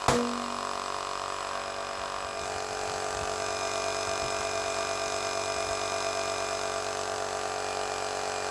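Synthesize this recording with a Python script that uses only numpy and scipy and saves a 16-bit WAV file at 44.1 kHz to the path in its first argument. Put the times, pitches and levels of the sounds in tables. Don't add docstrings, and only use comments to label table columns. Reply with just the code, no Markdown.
import sys
import numpy as np
from scipy import signal
from scipy.fft import rfft, irfft
from scipy.io import wavfile
from scipy.ndimage import uniform_filter1d, minimum_filter1d

SR = 44100
rng = np.random.default_rng(int(sys.argv[2]) if len(sys.argv) > 2 else 0)


def transcribe(signal):
    frames = np.atleast_2d(signal).T
    limited = np.clip(frames, -1, 1)
    pcm = np.round(limited * 32767).astype(np.int16)
    wavfile.write(sys.argv[1], SR, pcm)


N = 374850
TIME = np.arange(N) / SR


# time in seconds, turns per second.
CRANK_SPEED = [(0, 47.6115), (1.75, 47.5635), (2.5, 47.6965), (4.25, 47.6147), (5.75, 47.6289),
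               (8.5, 47.4177)]
TURNS = np.cumsum(np.interp(TIME, *np.transpose(CRANK_SPEED))) / SR
CRANK_ANGLE = 2 * np.pi * TURNS
GEAR = 52 / 11

# moment as a share of a turn, relative thud level in dB, relative click level in dB.
KNOCKS = [(.951, 5, 8.5), (0.99, -5.5, -4.5), (1.031, -5, -3.5), (1.114, -7.5, -2), (1.293, -6.5, -15),
          (1.48, -3, -10.5), (1.65, -12.5, -46), (1.849, -5, -12)]


def undb(db):
    return 10 ** (np.asarray(db) / 20)


def unit(x):
    return x / np.sqrt(np.mean(x ** 2))


def ring(x, hz, width_hz):
    return signal.lfilter(*signal.iirpeak(hz, hz / width_hz, fs=SR), x)


def walk(rate):
    step = int(SR / rate)
    steps = np.repeat(rng.standard_normal(N // step + 1), step)
    smooth = uniform_filter1d(uniform_filter1d(steps, step), step)
    return unit(smooth[:N])


def colour(x, spectrum):
    hz, db = np.transpose(spectrum)
    log_hz = np.log(np.fft.rfftfreq(N, 1 / SR) + 1)
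    return irfft(rfft(x) * undb(np.interp(log_hz, np.log(hz), db)), N)


def by_place(place, levels_db):
    return undb(np.interp(place, range(len(levels_db)), levels_db))


def blows(place):
    later_db = [-6, 3.5, 2.5, 2]
    share, *levels_db = np.transpose(KNOCKS)
    at_turn = np.arange(int(TURNS[-1]) + 2)[:, None] - 2 + share
    chance = rng.standard_normal((len(at_turn), 3, len(share)))
    when = np.interp(at_turn, TURNS, TIME, left=-1, right=TIME[-1] + 1)
    when = when + .000015 * chance[:, 0]
    keep = (when >= 0) & (when < TIME[-2])
    whole, part = (when[keep] * SR).astype(int), when[keep] * SR % 1
    heard = np.where(share > 1.07, by_place(np.interp(when, TIME, place), later_db), 1)
    trains = []
    for k, db in enumerate(levels_db):
        size = (heard * undb(db + .55 * chance[:, 1 + k]))[keep]
        early = np.bincount(whole, size * (1 - part), N)
        late = np.bincount(whole + 1, size * part, N)
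        trains.append(early + late)
    return trains


def case(place):
    # frequency in Hz, width in Hz, then levels by place in dB.
    modes = [(239.5, 27, -22, -9, -11, -9.5), (359, 17, -24, -9, -9.5, -36), (387.5, 20, 1, -11, -5, -8.5),
             (428.8, 13.7, 0, -7.5, -1.5, 1.5), (493, 49, -27, -10, -13, -8),
             (566.4, 12.3, -3.5, 1, -6, -5), (676, 64, -27, -12, -2, 1), (736, 62.7, 3, -1, -8, 1),
             (962.7, 20.5, -21, -9, -5, -8.5), (1025, 168, 2.5, -4, -41, -34),
             (1140.4, 7.3, -45, -4.5, -10.5, -11), (1190.5, 12.5, -3.5, -3.5, -1.5, -1.5),
             (1348, 118, -28, -13.5, -10, -9.5), (1528, 96, -34, -13, -16, -10),
             (2007, 184, -58, -29, -15, -38), (2490, 95, -23, -19, -15.5, -15),
             (2770, 144, -21, -20.5, -33.5, -27), (3544, 670, -19, -36, -20.5, -31.5),
             (4110, 390, -17, -40, -32, -20), (4670, 150, -42, -31, -23, -20.5),
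             (5150, 144, -47, -45, -16.5, -24), (6040, 500, -41.5, -65, -20.5, -25.5),
             (7160, 320, -26, -48, -32, -30)]
    thuds, clicks = blows(place)
    thud = signal.lfilter(*signal.butter(2, 1800, fs=SR), thuds)
    click = signal.lfilter(*signal.butter(2, (2000, 9000), "band", fs=SR), clicks)
    hits = undb(-24.5) * unit(thud) + undb(-24.0) * unit(click)

    puffs = signal.lfilter([1], [1, -np.exp(-1 / (0.00087 * SR))], clicks)
    bright = signal.lfilter(*signal.butter(1, 2500, "high", fs=SR), rng.standard_normal(N))
    air = undb(-16.5) * (0.95 + unit(puffs) * 0.29) * bright

    out = undb(-53.5) * unit(ring(ring(click, 2560, 1500), 2060, 2400))
    for hz, width_hz, *db in modes:
        drive = hits + air * undb(0.57 * walk(40))
        out = out + by_place(place, db) * ring(drive, hz, width_hz)
    return out


def tones(place):
    # multiple of crank rate, then rms levels by place in dB.
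    stroke_tones = [(1, -58, -55, -59.5, -60), (2, -58, -61, -55, -55.5), (3, -84, -68, -83, -81),
                    (4, -88, -73, -84, -100), (14, -51, -44, -39, -47.5)]
    # multiple of motor rate, levels by place in dB before the load swing, depth of that swing.
    motor_tones = [(2, -71, -69, -65, -68, 1.4), (3, -57.5, -45, -42, -44.5, 0.79),
                   (4, -45, -70, -74.5, -101, 2.7), (5, -77, -61, -53.5, -58, 2.3),
                   (7, -64, -49, -49, -58, 0.25)]
    load = np.cos(CRANK_ANGLE + .5)
    out = 0
    for k, *db in stroke_tones:
        waver = undb(0.092 * k * walk(25))
        out = out + by_place(place, db) * waver * np.cos(k * (CRANK_ANGLE + 0.32))
    start_turns = 0.018
    motor_angle = GEAR * CRANK_ANGLE + 2 * np.pi * start_turns + 0.11 * np.sin(CRANK_ANGLE + 1.84)
    for k, *db, depth in motor_tones:
        out = out + by_place(place, db) * (1 + depth * load) * np.cos(k * motor_angle)
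    return np.sqrt(2) * out


def pinion(place):
    pinion_db = [-58, -44.5, -45.5, -51]
    at_turn = np.arange(1, int(TURNS[-1] * GEAR)) / GEAR
    chance = rng.standard_normal((len(at_turn), 2))
    size = (1 + .8 * np.cos(2 * np.pi * at_turn - 1.5)) * undb(3.5 * chance[:, 0])
    when = np.interp(at_turn, TURNS, TIME) + .0001 * chance[:, 1]
    ticks = np.bincount(np.clip(when * SR, 0, N - 1).astype(int), size, N)
    return by_place(place, pinion_db) * unit(ring(ring(ticks, 1070, 500), 1060, 710))


def whine(place):
    orders = [51, 52, 107, 108, 109]
    # phase wander in rad, then levels by place in dB before the stroke pulse.
    whine_rows = [(0.1, -58, -55, -47.5, -48.5), (0.1, -55, -57, -69, -57), (0.5, -51, -53, -50, -54),
                  (0.5, -66, -54, -53.5, -68), (0.5, -66, -71, -57.5, -73)]
    top = 2 * np.pi * KNOCKS[0][0]
    out = 0
    for k, (wander, *db) in zip(orders, whine_rows):
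        gain = np.interp(place, range(4), undb(db) * [1, 1, 1, -1])
        phase = k * (CRANK_ANGLE - top) + wander * walk(60)
        out = out + gain * undb(1.1 * walk(25)) * np.cos(phase)
    return np.sqrt(2) * out * (1 + 0.49 * np.cos(CRANK_ANGLE + 8.7))


def intake():
    # frequency in Hz, width in Hz, middle level in dB.
    whistles = [(7930, 380, -51.5), (10320, 670, -58.5)]
    gate = 1 + 0.16 * np.cos(CRANK_ANGLE - 2.4)
    out = 0
    for hz, width_hz, db in whistles:
        whistle = unit(ring(rng.standard_normal(N), hz, width_hz))
        out = out + undb(db + 1.85 * walk(90)) * gate * whistle
    return out


def snap():
    # frequency in Hz, relative level in dB.
    crack_colour = [(35, -33), (60, -7), (237, -12), (310, -5.5), (476, -11), (532, -3), (1400, -13),
                    (2810, -22), (7240, -23.5), (13000, -30.5)]
    # frequency in Hz, level in dB, time to fall 60 dB in seconds.
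    air_ring = [(240.7, -24, 1.46), (481, -18, 0.6), (720, -24, 0.39), (865, -9, 0.099), (135, 1, 0.096)]
    snap_s = .0813
    t = np.maximum(TIME - snap_s, 0)
    noise = unit(colour(rng.standard_normal(N), crack_colour))
    crack = undb(-13.5) * np.exp(-t / 0.014)
    tail = undb(-15) * np.exp(-t / 0.041)
    out = noise * (crack + tail)
    for hz, db, t60 in air_ring:
        build_up = 1 - np.exp(-t * hz / 9)
        out = out + undb(db) * np.sin(2 * np.pi * hz * t) * build_up * 1000 ** (-t / t60)
    return (TIME > snap_s) * out


def wind():
    # time in seconds, middle rumble level in dB.
    rumble = [(0, -65), (1.7, -63), (2.2, -61), (3.2, -52), (3.8, -59.5), (6, -61.5), (8.5, -63.5)]
    # start in seconds, approximate peak level of the tone in dB, frequency in Hz.
    gusts = [(1.98, -44, 61.9), (2.24, -44, 53.8), (2.324, -46, 94.2), (2.406, -43, 72.7),
             (2.546, -43, 80.7), (2.712, -46, 51.1), (2.899, -49, 153), (3.134, -45, 61.9),
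             (3.206, -37, 74.4), (4.074, -44, 72.7), (4.215, -36, 80), (4.24, -37.5, 122), (4.383, -40, 93),
             (5.047, -48, 77), (5.549, -47, 67.3), (5.66, -43, 70), (5.7, -43, 56.5)]
    gust_s = 0.028
    low_band = signal.butter(2, (40, 130), "band", fs=SR, output="sos")
    low = unit(signal.sosfilt(low_band, rng.standard_normal(N)))
    flutter = unit(ring(rng.standard_normal(N), 200, 160))
    out = low * undb(np.interp(TIME, *np.transpose(rumble)) + 0.55 * walk(9.3))
    for (s, db, hz), start in zip(gusts, rng.random((len(gusts), 1))):
        u = np.clip((TIME - s) / gust_s, 0, 30)
        swell = 6 * u * np.exp(-2.5 * u)
        tone = np.sin(2 * np.pi * (hz * gust_s * u + start))
        out = out + undb(db) * swell * (tone + 0.27 * low + 0.41 * flutter)
    return out


def scene():
    # time in seconds, level in dB, place (0 low beside the case, 1 tilted,
    # 2 over it, 3 and above drawn back).
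    phone = [(0, -4, 0.5), (1.3, -4, 0.5), (1.7, -4, 1.28), (2.2, -5, 0.87), (2.45, -3, 2),
             (2.65, -4.5, 5.5), (2.9, -2.5, 3), (3.6, -1, 2), (4.2, -1, 2), (6.4, -1, 2), (7.7, -2.5, 3),
             (8.5, -2.5, 6)]
    s, *columns = np.transpose(phone)
    near_db, place = (np.interp(TIME, s, column) for column in columns)
    pump = case(place) + intake() + tones(place) + pinion(place) + whine(place)
    return (undb(near_db) * pump + snap() + wind())[None]


def record(dry):
    # frequency in Hz, gain in dB.
    mic = [(300, 1.5), (8100, 2.5), (8900, -10.5), (9700, 3), (10500, -7), (12000, -13), (14300, -13)]
    x = signal.sosfilt(signal.butter(2, 40, "high", fs=SR, output="sos"), colour(dry, mic))
    ahead = int(0.0092 * SR)
    peak = -minimum_filter1d(-np.abs(x), 2 * ahead + 1)
    fall = np.arange(N) / (.06 * SR)
    held = np.exp(np.maximum.accumulate(np.log(peak + 1e-9) + fall, axis=1) - fall)
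    gain = uniform_filter1d(np.minimum(1, undb(-9.5) / held), ahead // 2)
    top_cut = signal.ellip(10, .2, 70, 14200, fs=SR, output="sos")
    return signal.sosfilt(top_cut, x * gain)


dry = scene()
out = record(dry)
transcribe(out)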